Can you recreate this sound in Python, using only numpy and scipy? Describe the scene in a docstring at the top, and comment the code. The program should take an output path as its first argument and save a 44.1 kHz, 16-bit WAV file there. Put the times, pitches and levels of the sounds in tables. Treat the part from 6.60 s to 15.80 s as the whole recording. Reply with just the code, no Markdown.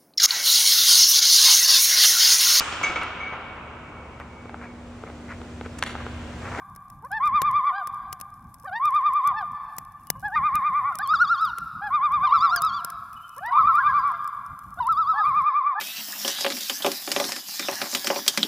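"""A stick fire crackles close by, over the dying echo of a loon's call. Bursts of sap ring the sticks,
sap hisses and the flame flutters low, until the fire is cut off near the end. Across a still lake at dusk
two loons trade tremolo calls: harmonic tones that warble in pitch and level and jump between registers.
The far shores hand every note back late and long. Faint air lies over the water, and a small bird
whistles far off in the woods."""
import sys
import numpy as np
from scipy import signal
from scipy.fft import rfft, irfft
from scipy.io import wavfile
from scipy.ndimage import uniform_filter1d

SR = 44100
rng = np.random.default_rng(int(sys.argv[2]) if len(sys.argv) > 2 else 0)


def master(y):
    """Save y as 16-bit WAV."""
    cut = np.clip(np.atleast_2d(y).T, -1, 1)
    pcm = np.round(cut * 32767)  # scale
    wavfile.write(sys.argv[1], SR, pcm.astype(np.int16))


N = 405719
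FIRE_END_S = 8.84


def undb(db):
    """Decibels to amplitude gain."""
    return 10 ** (np.asarray(db) / 20)


def band(x, hz, width_hz):
    """A second-order resonance with unit gain at its centre."""
    return signal.lfilter(*signal.iirpeak(hz, hz / width_hz, fs=SR), x)


def walk(rate):
    """Slow random modulation: levels held 1 / rate seconds and smoothed twice, with a spread near 1."""
    hold = int(SR / rate)
    steps = np.repeat(rng.standard_normal(N // hold + 1), hold)
    return 1.363 * uniform_filter1d(uniform_filter1d(steps, hold), hold)[:N]


def noise(spectrum, lo_hz=0., hi_hz=SR):
    """Spectral shaping: two independent coloured noises, of rms 1 before the band lo-hi is selected."""
    f = np.fft.rfftfreq(N, 1 / SR) + 1
    hz, db = np.transpose(spectrum)
    gain = undb(np.interp(np.log(f), np.log(hz), db, -70, -70))
    passband = np.sqrt(1 / (1 + (f / hi_hz) ** 8) - 1 / (1 + (f / (lo_hz + 1e-9)) ** 8) + 1e-12)
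    return irfft(rfft(rng.standard_normal((2, N))) * gain * passband, N) / np.sqrt(np.mean(gain ** 2))


def sap_burst(rise_ms, knock_db, thump_db, span):
    """Impulse excitation: bursting sap rings a stick's resonances, with a knock and a puff of air."""
    # Each row: resonance in Hz, bandwidth in Hz, gain in dB.
    stick_modes = [(5600, 630, -1.5), (8530, 4200, -4.5), (11080, 1800, 4), (14500, 2200, -17.5)]
    t = np.arange(span) / SR
    rise_s = rise_ms / 1000
    left, other = rng.standard_normal((2, span))
    right = 0.27 * np.roll(left, 1) + 0.74 * other  # the shared part reaches the right a little later
    envelope = t / rise_s * np.exp(1 - t / rise_s) + undb(-22) * np.exp(-t / .004)
    burst = np.array([left, right]) * envelope
    ring = sum(undb(db) * band(burst, hz, width) for hz, width, db in stick_modes)
    knock = band(burst[0] + 0.2 * burst, hz=820, width_hz=2000)
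    thump = np.sin(2 * np.pi * 150 * t) * np.exp(-t / 0.0089)
    return ring / abs(ring).max() + undb(knock_db) * knock / abs(knock).max() + undb(thump_db) * thump


def crackle(ticks_per_s=27, follow_share=.4, follow_s=0.018, ceiling=.55, span=2048):
    """A clustered random process of faint ticks, some hard on the heels of another, under louder pops."""
    # Each row: start in seconds, level in dB, left minus right in dB, relative knock level in dB.
    loud_pops = [(0.15, -43, 1.0, -10), (0.161, -34.5, 4.5, -5), (0.3003, -37.5, 3, -10),
                 (0.4484, -42, 7, -12), (0.516, -34, 3, -6), (0.6565, -38, 6, -9), (0.6739, -33, 3.5, -10),
                 (0.8176, -17.5, 8, 1.5), (0.9123, -34, 2, -8), (1.272, -26.5, 6, -4.5),
                 (1.5254, -32, 2.5, -8), (1.5278, -20.5, 4, -5), (1.6004, -33, 3.0, -6),
                 (1.6116, -22.5, 3, -9), (1.942, -35.5, 7, -12), (1.9982, -42, 8, -16),
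                 (2.254, -26.5, 4, -11.5), (2.306, -37.5, 2, -13), (2.3486, -35.5, 2, -10),
                 (2.5343, -34, 5.5, -10), (2.6736, -18.5, 1.5, -14), (2.9188, -46, 4.5, -10),
                 (3.1657, -38, 2.0, -12), (3.1832, -20, 3, -6.5), (3.3209, -46, 3.0, -10),
                 (3.47, -37, 5.5, -8), (3.5014, -6, 4.5, -7.5), (3.6037, -43.5, 2.0, -10),
                 (3.682, -42, 6, -7.5), (3.9538, -18, 4.5, -5.5), (4.3535, -23, 4.5, -11),
                 (4.3867, -20, -1, -21), (4.474, -25.5, 3, -9.5), (4.813, -38, 4.5, -10),
                 (4.8514, -31, 0.0, -13), (4.9836, -23.5, 4.5, -3.5), (5.5199, -39.5, 1, -6),
                 (5.9239, -43, 0.0, -12), (5.9609, -14.5, 4, -11), (6.0196, -17, 7.0, -9.5),
                 (6.0484, -25, 0, -7), (6.2464, -18.5, 6, -12), (6.301, -26, 5, -13), (6.5301, -37, 4, -10),
                 (6.6923, -37, 2, -10), (6.764, -37, 6.5, -10), (6.781, -35, 2.5, -8),
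                 (6.8611, -30, -0.5, -13), (7.1531, -31.5, 4, -14), (7.4767, -39, 4, -9),
                 (7.518, -38.5, -2, -10), (7.6434, -37, 5, -10), (7.6757, -31, 2, -14),
                 (7.9901, -37.5, 6, -16), (8.0395, -45.5, 4.0, -10), (8.105, -46, 3, -12),
                 (8.2686, -29, 5, -13), (8.3247, -33, 3.0, -11), (8.6527, -42.5, 5.0, -11),
                 (8.6906, -40, 2.5, -4), (8.8193, -41, 3, -11)]
    when, size, pan, follow, lag = rng.random((int(ticks_per_s * FIRE_END_S), 5)).T
    starts = when * FIRE_END_S
    starts = np.where(follow < follow_share, np.roll(starts, 1) + lag * follow_s, starts)
    ticks = [(*row, -16, -40, .4) for row in zip(starts, -54.5 - 4.1 * np.log(size), 6 * pan - 1)]
    pops = [(*row, -23, 1 + 0.29 * (rng.random() - .5)) for row in loud_pops]
    out = np.zeros((2, N + span))
    for start, db, pan_db, knock_db, thump_db, rise_ms in ticks + pops:
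        at = int(start * SR)
        gains = undb(db + np.array([[pan_db], [-pan_db]]) / 2)
        out[:, at:at + span] += gains * sap_burst(rise_ms, knock_db, thump_db, span)
    return ceiling * np.tanh(out[:, :N] / ceiling)  # the microphone rounds the loudest pop


def flame():
    """Amplitude-modulated low noise: the flame flaps in all octaves at once and flickers in each."""
    # Each row: frequency in Hz, relative spectral density in dB.
    spectrum = [(25, -9), (50, -3.5), (110, -1), (190, -3.5), (300, -16.5), (450, -36), (900, -14)]
    # Each row: time in seconds, level in dB before the flutter.
    levels = [(0.0, -53.5), (1.79, -56.5), (3.92, -52), (3.95, -37), (4.04, -55), (5.59, -51.5),
              (6.96, -59.5), (7.06, -44), (7.16, -55), (8.8, -51)]
    gust, out = walk(22), 0
    for lo_hz in 20 * 2. ** np.arange(6):
        mid, side = noise(spectrum, lo_hz, 2 * lo_hz)
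        flutter = undb(3.9 * gust + 0.97 * walk(18))
        out = out + flutter * (mid + .07 * side * np.array([[1], [-1]]))
    return out * undb(np.interp(np.arange(N) / SR, *np.transpose(levels)))


def sap_hiss():
    """Broadband noise: the sap hisses in the high treble, its level drifting and flickering."""
    # Each row: frequency in Hz, relative spectral density in dB.
    spectrum = [(1500, -14.5), (3000, -16.5), (6000, -10), (9000, -9.5), (11500, 0), (13500, -6),
                (15800, -13.5)]
    return undb(-69.5 + 2.3 * walk(1) + 2.2 * walk(60)) * noise(spectrum)


def lake_response(build_s=0.24):
    """Reflection and reverberation: a water bounce, shore echoes, then a wash that swells and decays."""
    # Each row: delay of a wooded shore in seconds, level in dB, spread in seconds.
    shores = [(0.168, -30, 0.012), (0.299, -22, .05), (.5, -34.5, 0.15)]
    # Each row: band centre in Hz, time to decay by 60 dB in seconds, relative level in dB.
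    wash_bands = [(543, 0.73, -13), (1070, 2.92, -21.5), (2440, 3.4, -42), (5070, 0.95, -16)]
    t = np.arange(3 * SR) / SR
    grain = rng.standard_normal(len(t))
    bounce = undb(-18) * 1000 ** (-t / .08) / np.sqrt(.006 * SR)
    echoes = sum(undb(db) * np.exp(-.5 * ((t - delay) / spread) ** 2) / np.sqrt(spread * SR)
                 for delay, db, spread in shores)
    wash = sum(undb(db) * band(grain, hz, 1.27 * hz) * 1000 ** (-t / t60) for hz, t60, db in wash_bands)
    wash *= (1 - np.exp(-t / build_s)) * undb(-30.5)
    return band(grain, hz=1300, width_hz=8200) * (bounce + echoes) + wash


def lake_air():
    """Stationary noise: faint, dark air over the water."""
    # Each row: frequency in Hz, relative spectral density in dB.
    spectrum = [(25, -0.5), (100, 0), (200, -7), (350, -7), (600, 0), (1500, -9.5), (3000, -18)]
    return undb(-73.5) * noise(spectrum)[0]


def warble(t, note, slowing_s, dip_at, roundness, db_per_dip, bend_s=.13):
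    """Coupled frequency and amplitude modulation: a slowing train of crests, softer in the dips between."""
    start, end, crest, period, hz, dip, bend, db, swell_db = note[:9]
    periods = period + slowing_s * np.arange(9)
    crests = crest + np.cumsum(periods) - periods
    first_dip = min(start, crest - (1 - dip_at) * period)
    turns = np.r_[first_dip, np.c_[crests, crests + dip_at * periods].ravel()]  # dip, crest, dip, ..
    last = np.searchsorted(turns, end) - 1
    if last % 2 == 0 and last > 0 and end - turns[last] < .65 * (turns[last + 1] - turns[last]):
        turns[last] = end  # the closing dip lasts to the end of the note
    height = np.sin(np.pi / 2 * np.interp(t, turns, np.arange(len(turns)) % 2))
    drop = dip * (1 - (1 - roundness) * height - roundness * height ** 2)
    late = lambda at: np.exp((at - end) / bend_s)  # bend and swell gather toward the end
    glide = (late(t) - late(crest)) / (1 - late(start))
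    dip_db = db_per_dip * drop
    return hz * (1 + bend * glide) * (1 - drop), db + swell_db * glide - dip_db, dip_db


def loon(notes, registers, style, buzzing, edge_s, rough_db, shore_share, shore_db):
    """Source and filter: six harmonics pass the throat. Returns the sound sent here and to the shores."""
    # Each row: throat resonance in Hz, bandwidth in Hz, lift in dB.
    throat = [(3690, 280, 8.5), (4840, 600, 10)]
    # The buzzing bird turns its head from call to call.
    # Each row: time in seconds, lift of partial 2 in dB, lift of higher partials in dB, buzz in dB.
    facing = np.array([(.8, 4, 3, -30.5), (1.18, 4, 7, -35), (2.4, 0, 1, -36), (2.8, -1, 3.5, -31),
                       (4.0, 6.5, -4, -23.5), (5.5, 1, 3, -31.5), (7.2, -1, -3.5, -32.5),
                       (8.8, 1.5, -7.5, -34.5)])
    # Each row, one per partial: lower sideband over the buzz in dB, upper over lower sideband in dB.
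    sidebands = [(-7, 3.5), (15, -29.5), (3, -1.5), (18.5, -1.5), (13.5, -1), (13.5, 1.5)]
    out, registers, flutter_db = np.zeros((2, N)), np.array(registers, float), rough_db * walk(150)
    for note in notes:
        start, end = note[:2]
        at = np.arange(int(start * SR), min(int(end * SR), N))
        t = at / SR
        hz, db, dip_db = warble(t, note, **style)
        phase = 2 * np.pi * (np.cumsum(hz) / SR + rng.random())
        register = registers[np.argmin(abs(registers[:, 0] - np.median(hz))), 1:]
        if buzzing:  # the buzz grows in the dips and at both ends of a note
            second_db, upper_db, buzz_db = (np.interp(t, facing[:, 0], col) for col in facing.T[1:])
            buzz_db += .5 * dip_db + 10 * np.exp((start - t) / .08) + 22 * np.exp((t - end) / .08)
        else:  # partials above the second hold up through fades, and through dips until the note ends
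            crest_db, lift_db = note[7], note[9]
            second_db = np.full(len(t), .6 * lift_db - 3)
            upper_db = lift_db + 1.15 * (crest_db - db - dip_db)
            upper_db += dip_db * (1 - np.exp((t - end) / 0.017))
        tone = np.zeros((2, len(t)))
        for n, partial_db in enumerate(register, 1):
            throat_db = sum(lift / (1 + (2 * (n * hz - centre) / width) ** 2)
                            for centre, width, lift in throat)
            source_db = partial_db + n * flutter_db[at] + throat_db  # higher partials are rougher
            wave = np.sin(n * phase)
            if buzzing:
                source_db += .45 * (n - 1) * (db - db.max())  # soft moments are duller
                if np.median(hz) > 950:  # top register: every fourth cycle is stronger, giving sidebands
                    lower_db, tilt_db = sidebands[n - 1]
                    buzz = np.sin((n - .25) * phase) + undb(tilt_db) * np.sin((n + .25) * phase)
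                    wave += undb(np.minimum(buzz_db + lower_db, 0)) * buzz
            # overtones beam out of the bill; the shores all round hear them more evenly
            beam_db = np.zeros(len(t)) if n == 1 else second_db if n == 2 else upper_db
            around_db = shore_share * beam_db + shore_db * (n > 2)
            tone += undb(source_db + np.array([beam_db, around_db])) * wave
        edge = np.clip(np.minimum(t - start, end - t) / edge_s, 0, 1)
        out[:, at] += np.sqrt(2) * undb(db) * edge * tone
    return out


def first_loon():
    """Register jumps with subharmonics: the lower voice buzzes on its top notes."""
    # Each row: start, end, first crest and warble period in seconds, crest pitch in Hz,
    # dip and bend as shares of the pitch, crest level in dB, swell in dB.
    notes = [ (.42, .475, .49, 0.12, 616, 0.32, 0.039, -44, -8.5),
             (.503, .6, .561, .12, 893.7, 0.21, 0.02, -34.5, -5),
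             (.597, 1.125, .661, .1022, 1217, .178, -.056, -18, -2),
             (1.12, 1.24, 1.184, .11, 809, .15, -0.056, -38.5, -0.5),
             (2.035, 2.07, 2.074, 0.084, 621, 0.3, 0.0069, -40, -8),
             (2.068, 2.108, 2.066, .09, 795, .14, 0, -42.5, 6.5),
             (2.108, 2.195, 2.18, .15, 939, .26, .05, -37.5, -15.5),
             (2.193, 2.737, 2.266, .1008, 1218, .178, -.058, -18, -1.5),
             (2.735, 2.85, 2.781, .11, 882, .21, -.1, -36.5, 2),
             (3.55, 3.61, 3.594, 0.085, 556, 0.079, 0.004, -52.5, -8.5),
             (3.625, 3.76, 3.66, 0.096, 850, .18, 0.13, -35.5, 1.5),
             (3.755, 4.325, 3.762, .102, 1228, .17, -0.081, -19, -6),
             (4.32, 4.375, 4.29, .12, 773, 0.24, -0.018, -41.5, 7),
             (5.21, 5.3, 5.254, 0.095, 849, .12, 0, -35.5, 1),
             (5.3, 5.915, 5.354, 0.097, 1213, 0.17, -0.065, -18.5, -3),
             (5.915, 6.015, 5.92, .3, 719, 0.055, -0.018, -46, 5),
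             (6.76, 6.8, 6.805, 0.093, 611, 0.29, 0.016, -43, -11.5),
             (6.805, 6.905, 6.89, .14, 981, .3, 0.044, -36, -13),
             (6.905, 7.53, 6.972, 0.097, 1213, 0.17, -.07, -17.5, -6.5),
             (7.53, 7.59, 7.52, 0.15, 700, 0.066, 0.01, -35, -7.5),
             (8.53, 8.628, 8.58, 0.099, 868, 0.15, 0.055, -34.5, 3),
             (8.63, 9.15, 8.68, 0.098, 1221, .165, -0.059, -18, -6),
             (9.15, 9.2, 9.203, 0.11, 880, 0.17, -0.0038, -31, 0.5)]
    # Each row: pitch of a register in Hz, then relative levels of partials 1 to 6 in dB.
    registers = [(540, -9, 4, -9.5, -25, -43.5, -58.5), (850, 4.5, 3, -21.5, -25, -31, -36),
                 (1150, 1, -24, -38, -56.5, -72, -80.5)]
    style = dict(slowing_s=.001, dip_at=.47, roundness=0.4002, db_per_dip=66)
    return loon(notes, registers, style, buzzing=True, edge_s=0.0081, rough_db=1.34,
                shore_share=0.32, shore_db=4.5)


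def small_bird(woods_t60_s=1.0):
    """Scattering: short pure whistles flicker over a long path and are smeared by the woods."""
    # Each row: start in seconds, length in seconds, pitch in Hz, level in dB before the flicker.
    whistles = [(3.365, 0.031, 2830, -73.5), (3.41, 0.032, 2700, -67.5), (3.46, 0.054, 2910, -66.5),
                (6.535, 0.021, 2518, -57.5), (6.555, 0.021, 2540, -61.5), (6.556, 0.032, 2954, -61.5),
                (6.588, 0.014, 2418, -55), (6.593, 0.044, 2823, -60.5), (6.613, 0.049, 3063, -60.5)]
    out = np.zeros(N)
    for start, length, hz, db in whistles:
        at, t = int(start * SR), np.arange(int(length * SR)) / SR
        out[at:at + len(t)] += undb(db) * np.sin(np.pi * t / length) ** .6 * np.sin(2 * np.pi * hz * t)
    out *= undb(5.5 * walk(90))
    woods = rng.standard_normal(SR) * 1000 ** (-np.arange(SR) / SR / woods_t60_s)
    return out + undb(-5) * signal.fftconvolve(out, woods / np.linalg.norm(woods))[:N]


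def second_loon():
    """Register jumps in a purely harmonic voice: the answer is higher and smoother."""
    # Each row: the columns of the first loon's notes, then the lift of the overtones in dB.
    notes = [ (4.39, 4.425, 4.425, 0.087, 899, 0.023, 0.17, -31.5, 0, 2),
             (4.425, 4.535, 4.42, 0.1, 1216, 0.15, 0.052, -22, 7, 2.5),
             (4.535, 4.912, 4.531, 0.092, 1459, .23, -.2, -12.5, -11, -8),
             (5.63, 5.665, 5.665, .1, 822.5, 0.018, 0.11, -38.5, -7, -5),
             (5.665, 5.735, 5.662, 0.08, 1060, 0.19, 0.12, -21, 10, 3.5),
             (5.735, 5.957, 5.75, 0.093, 1347, 0.17, 0.05, -14.5, -3, -2.5),
             (5.958, 6.0, 5.955, .092, 1686, 0.16, 0, -28, -10.5, 6.5),
             (6.015, 6.21, 6.055, 0.11, 1305, .15, -0.21, -18.5, -16, 0),
             (6.88, 6.915, 6.915, .1, 780, .02, 0.14, -32, 3.5, -11),
             (6.915, 6.98, 6.91, 0.08, 1000, 0.18, .15, -21, 10.5, -6),
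             (6.98, 7.2, 6.998, .097, 1311, .155, .1, -13.5, -2.5, -21),
             (7.2, 7.46, 7.2, 0.1, 1667, 0.14, -0.038, -27.5, -24, -20),
             (8.17, 8.2, 8.2, 0.12, 759.7, 0.018, 0.12, -29.5, 10.5, -7.5),
             (8.2, 8.285, 8.2, .095, 1012, 0.16, 0.085, -19.5, 5, -6.5),
             (8.285, 8.69, 8.305, 0.096, 1335, .17, -.1, -15.5, -6.5, -15)]
    # Each row: pitch of a register in Hz, then relative levels of partials 1 to 6 in dB.
    registers = [(780, -5, 5, -35, -34.5, -31, -42), (1000, -1, -27.5, -33, -38, -49, -55.5),
                 (1280, -0.5, -32, -31, -35.5, -49.5, -50.5), (1600, 4, -14, -22, -31, -57.5, -73.5)]
    style = dict(slowing_s=.007, dip_at=.49, roundness=.76, db_per_dip=75)
    return loon(notes, registers, style, buzzing=False, edge_s=0.0051, rough_db=0.9,
                shore_share=0.19, shore_db=-2.0)


def scene():
    """Superposition: distant birds and their echoes, a touch left, and the fire at hand."""
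    first, first_to_shore = first_loon()
    second, second_to_shore = second_loon()
    bird, air = small_bird(), lake_air()
    lead = int(1.83 * SR)  # the opening call also sounds this much earlier; only its echo is heard
    earlier_call = undb(6) * first_to_shore[:lead]
    calls = np.r_[earlier_call, first_to_shore + second_to_shore + undb(13.5) * bird]
    echo = signal.fftconvolve(calls, lake_response())[lead:lead + N]
    distant = (first + second + bird + air + echo) * undb([[.2], [-.2]])
    fire_gate = np.clip((FIRE_END_S - np.arange(N) / SR) / .004, 0, 1)
    return distant + (crackle() + flame() + sap_hiss()) * fire_gate


def record(dry, top_hz=16600):
    """Band limiting: the recorder's steep low-pass filter removes the highest treble."""
    return signal.sosfilt(signal.ellip(8, .2, 70, top_hz, fs=SR, output="sos"), dry)


dry = scene()
out = record(dry)
master(out)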